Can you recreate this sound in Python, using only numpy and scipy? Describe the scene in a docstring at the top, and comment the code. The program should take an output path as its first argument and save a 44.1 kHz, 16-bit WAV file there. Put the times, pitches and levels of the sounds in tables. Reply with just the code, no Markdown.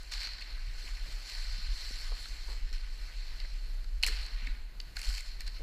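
"""Stiff sheet and clear film

Hands drag and bunch a stiff protective sheet and peel clear film in a large hard room.
Creases rustle as noise of clumped sizes; snaps, film ticks and bumps are short noise bursts the room answers.
The small enclosed camera microphone rings near 4 kHz and adds steady shaped hiss;
the wearer's movement is narrow noise near 30 Hz.
"""
import sys
import numpy as np
from scipy import signal
from scipy.fft import rfft, irfft
from scipy.io import wavfile
from scipy.ndimage import uniform_filter1d

SR = 44100
rng = np.random.default_rng(int(sys.argv[2]) if len(sys.argv) > 2 else 0)


def master(y):
    """Save y as 16-bit WAV."""
    cut = np.clip(np.atleast_2d(y).T, -1, 1)
    pcm = np.round(cut * 32767)  # scale
    wavfile.write(sys.argv[1], SR, pcm.astype(np.int16))


def volts_from_decibels(level):
    """Turn decibel levels (scalar or array-like) into linear amplitude factors."""
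    exponent = np.asarray(level, float) / 20
    return 10 ** exponent


N = 247842  # samples

BODY_HZ, TREBLE_HZ = 3300, 6000  # the microphone's ringing band lies between body and treble


def evened(x):
    """Scales to rms 1."""
    return x / np.sqrt(np.mean(x ** 2) + 1e-20)


def smoothed_twice(x, samples):
    """Two running means, for slow wandering."""
    return uniform_filter1d(uniform_filter1d(x, samples), samples)


def read(points, hz):
    """Reads a table on a log-frequency axis."""
    f, value = np.transpose(points)
    return np.interp(np.log(hz + 1), np.log(f + 1), value)


def curve(rows):
    """One value a sample for each column after the time."""
    s, *columns = np.transpose(rows)
    return [np.interp(np.arange(N) / SR, s, c) for c in columns]


def add(mix, s, sound):
    """Mixes a sound in at time s, cut at the end of the mix."""
    part = mix[round(s * SR):][:len(sound)]
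    part += sound[:len(part)]


def band(x, lo_hz, hi_hz):
    """Band-pass filter."""
    return signal.sosfilt(signal.butter(4, [lo_hz, hi_hz], "band", fs=SR, output="sos"), x)


# Fine peaks and notches of the microphone housing: (centre [Hz], width [Hz], level [dB])
HOUSING_PEAKS = [(1396, 25, -42), (1460, 194, 8.5), (3423, 240, -7), (3823, 62, -28), (4390, 1000, 5),
                 (5360, 260, 4.5), (6403, 680, 10), (7070, 790, 6), (8200, 240, 1.5), (8500, 500, -1.5),
                 (10900, 270, 2), (12700, 700, -5), (13700, 820, -2), (15200, 600, -8)]


def housing_peaks_db(hz):
    """Sum of the housing's resonance peaks and notches, in dB."""
    return sum(db / (1 + (2 * (hz - f) / width) ** 2) for f, width, db in HOUSING_PEAKS)


# Broad colour of the enclosed microphone: (frequency [Hz], level [dB])
HOUSING_COLOUR = [(290, -47), (500, -13.5), (1380, -9), (1480, -8), (1970, -0.5), (3440, -7.5), (4260, 2.5),
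                  (6640, -26.5), (7880, -15), (8460, -21), (15200, -26)]


def housed(x):
    """The enclosed microphone as a causal minimum-phase filter, so that it rings only after a sound."""
    hz = abs(np.fft.fftfreq(8192, 1 / SR))
    gain_db = np.maximum(read(HOUSING_COLOUR, hz) + housing_peaks_db(hz), -80)
    log_gain = np.log(volts_from_decibels(gain_db))
    taps = np.fft.ifft(np.exp(np.conj(signal.hilbert(log_gain)))).real[:2048]
    return signal.oaconvolve(x, taps)[:len(x)]


# Spectrum shape of room air and microphone noise: (frequency [Hz], relative density [dB per Hz])
HISS_SHAPE = [(26, -26), (45, 4), (66, -12), (103, -19.5), (189, -26), (1040, -33.5), (1960, -30.5),
              (3420, -35.5), (4260, -28), (5850, -46.5), (8630, -47), (13700, -43), (15100, -50)]
HISS_DB, HISS_DRIFT_DB = -58, 1.84  # middle level; rms drift


def hiss():
    """Room air and microphone self-noise: shaped noise, drifting a little in level."""
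    hz = np.fft.rfftfreq(N, 1 / SR)
    shape_db = read(HISS_SHAPE, hz) + 0.44 * housing_peaks_db(hz)
    steady = irfft(rfft(rng.standard_normal(N)) * volts_from_decibels(shape_db), N)
    drift = evened(smoothed_twice(rng.standard_normal(N), 5000))
    return volts_from_decibels(HISS_DB + HISS_DRIFT_DB * drift) * steady / np.std(band(steady, 54.8, 15600))


# How hard the wearer's movement shakes the camera: (time [s], rms level [dB])
SHAKING = [(0.0, -44.5), (0.17, -39.5), (0.48, -46.5), (0.51, -36.5), (1.2, -38), (1.24, -47), (1.31, -42),
           (1.5, -31), (1.61, -41), (1.67, -26.5), (1.83, -41.5), (2.13, -32.5), (2.17, -42.5),
           (2.55, -35.5), (2.58, -29.5), (2.96, -38.5), (4.21, -32), (4.27, -44), (4.3, -36), (4.6, -32),
           (4.63, -42), (5.06, -42), (5.09, -27), (5.21, -41.5), (5.43, -36), (5.62, -40.5)]
RUMBLE_HZ, RUMBLE_WANDER_HZ = 30.57, 1.52  # centre; rms wander


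def rumble():
    """Movement shakes the camera: narrow deep noise whose centre wanders."""
    db = curve(SHAKING)[0]
    hz = RUMBLE_HZ + RUMBLE_WANDER_HZ * evened(smoothed_twice(rng.standard_normal(N), 9000))
    slow = rng.standard_normal((2, N))
    slow = signal.sosfilt(signal.butter(3, 11, fs=SR, output="sos"), slow[0] + 1j * slow[1])
    carrier = np.exp(2j * np.pi * np.cumsum(hz) / SR)
    shake = ((slow / np.std(slow) + 0.28) * carrier).real  # 0.28 keeps some steady tone
    return volts_from_decibels(db) * shake / np.sqrt(uniform_filter1d(shake ** 2, 7000) + 1e-9)


# Decay of the large hard room: (frequency [Hz], t60 [s])
ROOM_DECAY = [(500, 0.99), (1500, 0.58), (4000, 0.61), (10000, 0.55)]
ROOM_DB = -11.5  # gain of the unit-energy room tail


def room(x):
    """Reflections as sparse taps of random sign, each band dying at its own speed."""
    taps = np.zeros(SR)
    at = np.arange(300, SR - 20, 20)
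    taps[at + rng.integers(0, 20, len(at))] = rng.choice([-1., 1.], len(at))
    hz, t, z = signal.stft(taps, SR, nperseg=256)
    decay = volts_from_decibels(-60 * t / read(ROOM_DECAY, hz)[:, None])
    tail = signal.istft(z * decay, SR, nperseg=256)[1]
    return signal.fftconvolve(x, tail / np.linalg.norm(tail))[:N]


# Knocks of the bundled sheet: (time [s], peak [dB], lowest [Hz], highest [Hz], t60 [s])
KNOCKS = [(0.264, -54.5, 150, 400, 0.042), (.66, -47, 53, 111, .11), (0.831, -53, 111, 490, 0.18),
          (1.318, -55, 295, 599, 0.022), (1.492, -48, 55, 121, 0.23), (1.578, -51.5, 110, 234, .07),
          (1.907, -46.5, 91, 704, 0.031), (2.09, -50, 407, 1180, 0.018), (2.117, -40.5, 404, 1280, 0.033),
          (2.47, -46.5, 148, 1310, 0.39), (2.713, -54, 119, 508, .07), (3.441, -53, 302, 1200, 0.062),
          (4.035, -38.5, 692, 1020, 0.013), (4.065, -41, 470, 1200, 0.02), (4.079, -47.5, 214, 505, 0.14),
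          (4.42, -52, 119, 294, 0.11), (4.467, -49.5, 79, 290, 0.15), (4.968, -48, 697, 1350, .025),
          (5.585, -45.5, 99, 700, 0.73)]
BUMP_RISE = 0.042  # share of the t60 that a bump takes to swell


def bumps():
    """Bundled sheet lands or knocks: a soft puff of band noise with no clear ring."""
    out, t = np.zeros(N), np.arange(8000) / SR
    for s, db, lo_hz, hi_hz, t60 in KNOCKS:
        swell = np.minimum(t / (BUMP_RISE * t60), 1)
        puff = rng.standard_normal(len(t)) * swell * volts_from_decibels(-60 * t / t60)
        sound = band(puff, lo_hz, hi_hz)
        add(out, s, volts_from_decibels(db) * sound / abs(sound).max())
    return out


# Tiny bright ticks of film: (time [s], peak [dB])
FILM_TICKS = [(0.031, -46), (4.2154, -50), (4.2284, -49), (4.2374, -50), (4.2462, -47), (4.4468, -51),
              (4.8124, -51), (5.4164, -51)]


def ticks():
    """A speck of film unsticks: a faint crack with treble only."""
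    out, t = np.zeros(N), np.arange(600) / SR
    for s, db in FILM_TICKS:
        crack = rng.standard_normal(len(t)) * volts_from_decibels(-60 * t / 0.014)
        tick = band(housed(crack), 6500, 14000)
        add(out, s, volts_from_decibels(db) * tick / abs(tick).max())
    return out


# Sudden pulls: (start [s], hold [s], rustle level [dB], treble against it [dB], rustle fade [dB per s])
SUDDEN_PULLS = [(0.112, 0.022, -41.5, -8.5, 86), (.19, .065, -44, -13.5, 54),
                (2.452, 0.083, -57.5, -11, 150), (2.725, .005, -50, -7, 109), (4.028, 0.016, -35, -30, 400),
                (4.066, 0.012, -37.5, -8, 202), (4.115, .1, -47.5, -19, 67), (4.954, 0.053, -53, -3.5, 100),
                (5.026, .17, -48, -5.5, 200), (5.396, 0.0068, -46.5, -19, 350),
                (5.461, 0.0088, -49, -10, 300)]
PULL_RISE_S, TREBLE_FADES = 0.0052, 1.9  # the treble fades this many times faster


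def pulls():
    """Power of the pulls, rustle and treble: each jumps up, holds and fades."""
    t, power = np.arange(N) / SR, np.zeros((2, N))
    for s, hold, db, treble_db, fade in SUDDEN_PULLS:
        rise = np.clip((t - s) / PULL_RISE_S, 0, 1)
        after = np.maximum(t - s - hold, 0)
        rustle_db = db - fade * after
        bright_db = db + treble_db - TREBLE_FADES * fade * after
        power += (rise * volts_from_decibels(np.array([rustle_db, bright_db]))) ** 2
    return power


CRACKLE_PER_S = 140  # mean rate during a hold
CRACKLE_DB, CRACKLE_SPREAD_DB = 14.5, 9  # largest, over the pull's rustle; range below it
CRACKLE_TREBLE_DB = -15  # added to the pull's treble balance


def crackle():
    """While a long pull holds, further creases let go at random: rows for snaps()."""
    rows = []
    for s, hold, db, treble_db, fade in SUDDEN_PULLS:
        if hold <= 0.05:
            continue
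        for when, keep, size, pitch, share in rng.random((30, 5)):
            if keep < CRACKLE_PER_S * hold / 30:
                peak_db = db + CRACKLE_DB - CRACKLE_SPREAD_DB * size
                boom_hz = 1800 + 1200 * pitch
                rows.append((s + when * hold, peak_db, CRACKLE_TREBLE_DB + treble_db, boom_hz, 0.25 * share))
    return rows


# Creases letting go: (time [s], nominal peak [dB], treble against it [dB], sheet boom [Hz], boom share [0-1])
CREASE_SNAPS = [(0.1216, -31, -33, 2680, 0), (0.1364, -27.5, -28, 2050, 0.18), (0.198, -42, -32, 2330, 0.2),
                (0.2109, -32, -33, 2230, 0), (0.2711, -29, -30, 1570, 0.11),
                (0.411, -35.5, -23, 2400, 0.76), (0.4214, -33, -30, 2160, 0.2),
                (0.8764, -37.5, -41, 2750, 0.8), (1.297, -34, -21, 1990, 0),
                (2.2554, -33.5, -30, 1570, 0.45), (3.4006, -33.5, -29, 2800, 0),
                (3.4459, -40, -40, 1850, 0.86), (3.843, -41, -26, 1570, 0.24),
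                (4.0276, -24, -20, 2520, 0.05), (4.0339, -11, -29, 2920, 0.36),
                (4.0431, -23.5, -22, 3250, 0.2), (4.0642, -20.5, -15, 2530, 0.8),
                (4.074, -32, -8, 1850, 0.7), (4.0816, -29, -17, 1640, 0.7), (4.263, -39, -17.5, 2040, 0.3),
                (4.47, -28.5, -33, 2240, 0.61), (4.801, -29, -31, 3180, 0.2),
                (4.9674, -24.5, -25.5, 1810, 0.35), (4.9916, -35, -15, 2500, 0.56),
                (5.0155, -32.5, -14.5, 2600, 0.4), (5.0374, -41, -29, 2370, 0.5),
                (5.057, -42, -24, 1840, 0), (5.1493, -30, -26, 2030, 0.1), (5.1797, -30.5, -20, 2450, 0.5),
                (5.2064, -36.5, -13.5, 2520, 0.74), (5.4061, -35, -14, 2270, 0.58),
                (5.4677, -42, -27, 2720, 0.1), (5.4774, -31.5, -21.5, 1963, 0.15)]


def snaps():
    """A crease lets go: a sudden crack of a few ms, then the sheet patch booms briefly in a wide band."""
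    out, t = np.zeros(N), np.arange(1200) / SR
    for s, db, treble_db, hz, share in list(CREASE_SNAPS) + crackle():
        noise = rng.standard_normal((2, len(t)))
        crack = housed(noise[0] * (1 - np.exp(-t / 0.0001)) * volts_from_decibels(-60 * t / 0.013))
        low, high = band(crack, 2070, TREBLE_HZ), band(crack, 6430, 17700)
        push = noise[1] * t * volts_from_decibels(-60 * t / 0.0083)  # the patch answers a moment after the crack
        boom = band(push, 0.79 * hz, 1.133 * hz)
        sound = (1 - share) * low / abs(low).max() + share * boom / abs(boom).max()
        treble = high / np.std(high[:400])
        add(out, s, volts_from_decibels(db) * (sound + volts_from_decibels(treble_db) * treble))
    return out


PATCHY_DB = 1.5  # rms


def patchy(x):
    """Parts of the sheet favour different pitches: patches of some hundred Hz by some ten ms swell and sink."""
    z = signal.stft(x, nperseg=256)[2]
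    field = rng.standard_normal(z.shape[::-1])  # time by frequency
    field = evened(uniform_filter1d(uniform_filter1d(field, 14, 0), 5, 1))
    return signal.istft(z * volts_from_decibels(PATCHY_DB * field.T), nperseg=256)[1][:N]


PANEL_S = 0.00055  # delay from the reflection's extra path
# strength 0-1 of the reflection; stronger while the sheet slides along the panel, from and to [s]
PANEL, PANEL_SLIDING, SLIDE = 0.21, 0.37, (1.9, 2.1)


def panel(treble):
    """A hard glossy panel returns the treble once, a moment late, which combs it."""
    t = np.arange(N) / SR
    sliding = (t > SLIDE[0]) & (t < SLIDE[1])
    bounce = np.where(sliding, PANEL_SLIDING, PANEL)
    late = np.roll(treble, round(PANEL_S * SR))
    return (treble + bounce * late) / np.sqrt(1 + bounce ** 2)


CREASES_PER_S = 3000
DRAG_SPREAD_DB, PULL_SPREAD_DB = 1.3, 2  # spread of crease sizes


def creases(spread_db):
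    """Thousands of small creases flip over a bed of noise; sizes come in clumps a few ms long."""
    flips = (rng.random(N) < CREASES_PER_S / SR) * rng.standard_normal(N)
    clumps = evened(uniform_filter1d(rng.standard_normal(N), 90))
    size = volts_from_decibels(spread_db * clumps)
    size /= np.sqrt(uniform_filter1d(size ** 2, 6000))
    return size * (evened(flips) + 2.1 * rng.standard_normal(N))


# Steady dragging of the sheet: (time [s], level in the ringing band [dB], treble against it [dB])
STEADY_DRAG = [(0, -56, -8), (.58, -55.5, -11.5), (.71, -55.5, -9.5), (.85, -49.5, -7.5),
               (1.03, -54.5, -9.5), (1.11, -50.5, -8), (1.22, -52.5, -7.5), (1.31, -45.5, -8),
               (1.45, -47.5, -10.5), (1.6, -45.5, -13.5), (1.69, -49.5, -11), (1.78, -45.5, -9),
               (2.07, -47.5, -8), (2.13, -51, -12), (2.2, -48.5, -6.5), (2.43, -53, -10), (2.51, -50.5, -8),
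               (2.63, -59, -10), (3.0, -56.5, -8.5), (3.41, -53, -13), (3.73, -60.5, -8.5),
               (3.81, -63, -8.5), (4.03, -63, -6), (4.47, -55, -12.5), (4.75, -79, -3), (4.95, -73, 4),
               (5.27, -51, -9.5), (5.39, -60, -12), (5.5, -62, -10), (5.57, -53.5, -13), (5.62, -63, -10)]
# Body band under the rustle: (time [s], level when the rustle is at -51.5 dB [dB])
RUSTLE_BODY = [(0, -57), (.5, -54), (1.1, -55), (1.7, -57), (2.2, -56.5), (2.9, -54.5), (3.45, -55.5),
               (3.9, -60), (4.1, -54.5), (4.5, -50), (4.9, -50), (5.3, -57.5), (5.62, -56.5)]
BODY_FOLLOWS = 0.72  # dB of body per dB of rustle


def rustle():
    """Flipping creases heard through the microphone; dragging and pulls set the level of three bands."""
    drag_db, tilt_db = curve(STEADY_DRAG)
    pulled, pulled_treble = pulls()
    power = volts_from_decibels(drag_db) ** 2 + pulled
    level_db = 10 * np.log10(power)
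    treble_db = 10 * np.log10(volts_from_decibels(drag_db + tilt_db) ** 2 + pulled_treble)
    body_db = curve(RUSTLE_BODY)[0] + BODY_FOLLOWS * (level_db + 51.5)
    spread_db = DRAG_SPREAD_DB + (PULL_SPREAD_DB - DRAG_SPREAD_DB) * pulled / power
    heard = patchy(housed(creases(spread_db)))
    body = evened(band(heard, 498, BODY_HZ))
    ring = evened(band(heard, BODY_HZ, TREBLE_HZ))
    treble = evened(panel(band(heard, TREBLE_HZ, 17800)))
    return volts_from_decibels(level_db) * ring + volts_from_decibels(treble_db) * treble + volts_from_decibels(body_db) * body


def scene():
    """All sources at the microphone; the room answers the snaps, ticks and bumps."""
    hits = snaps() + ticks() + bumps()
    return (rustle() + hits + volts_from_decibels(ROOM_DB) * room(hits) + rumble() + hiss())[None]


def top_cut(x):
    """Nothing passes above the cut-off."""
    return signal.sosfilt(signal.butter(12, 16500, fs=SR, output="sos"), x)


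EDGE_HZ = 15310  # upper band edge


def record(dry):
    """Treble above the band edge is held 30 dB down."""
    hz = np.fft.rfftfreq(N, 1 / SR)
    cut_db = -30 / (1 + np.exp(np.clip((EDGE_HZ - hz) / 30, -50, 50)))
    limited = irfft(rfft(dry) * volts_from_decibels(cut_db), N)
    return top_cut(limited)


dry = scene()
out = record(dry)
master(out)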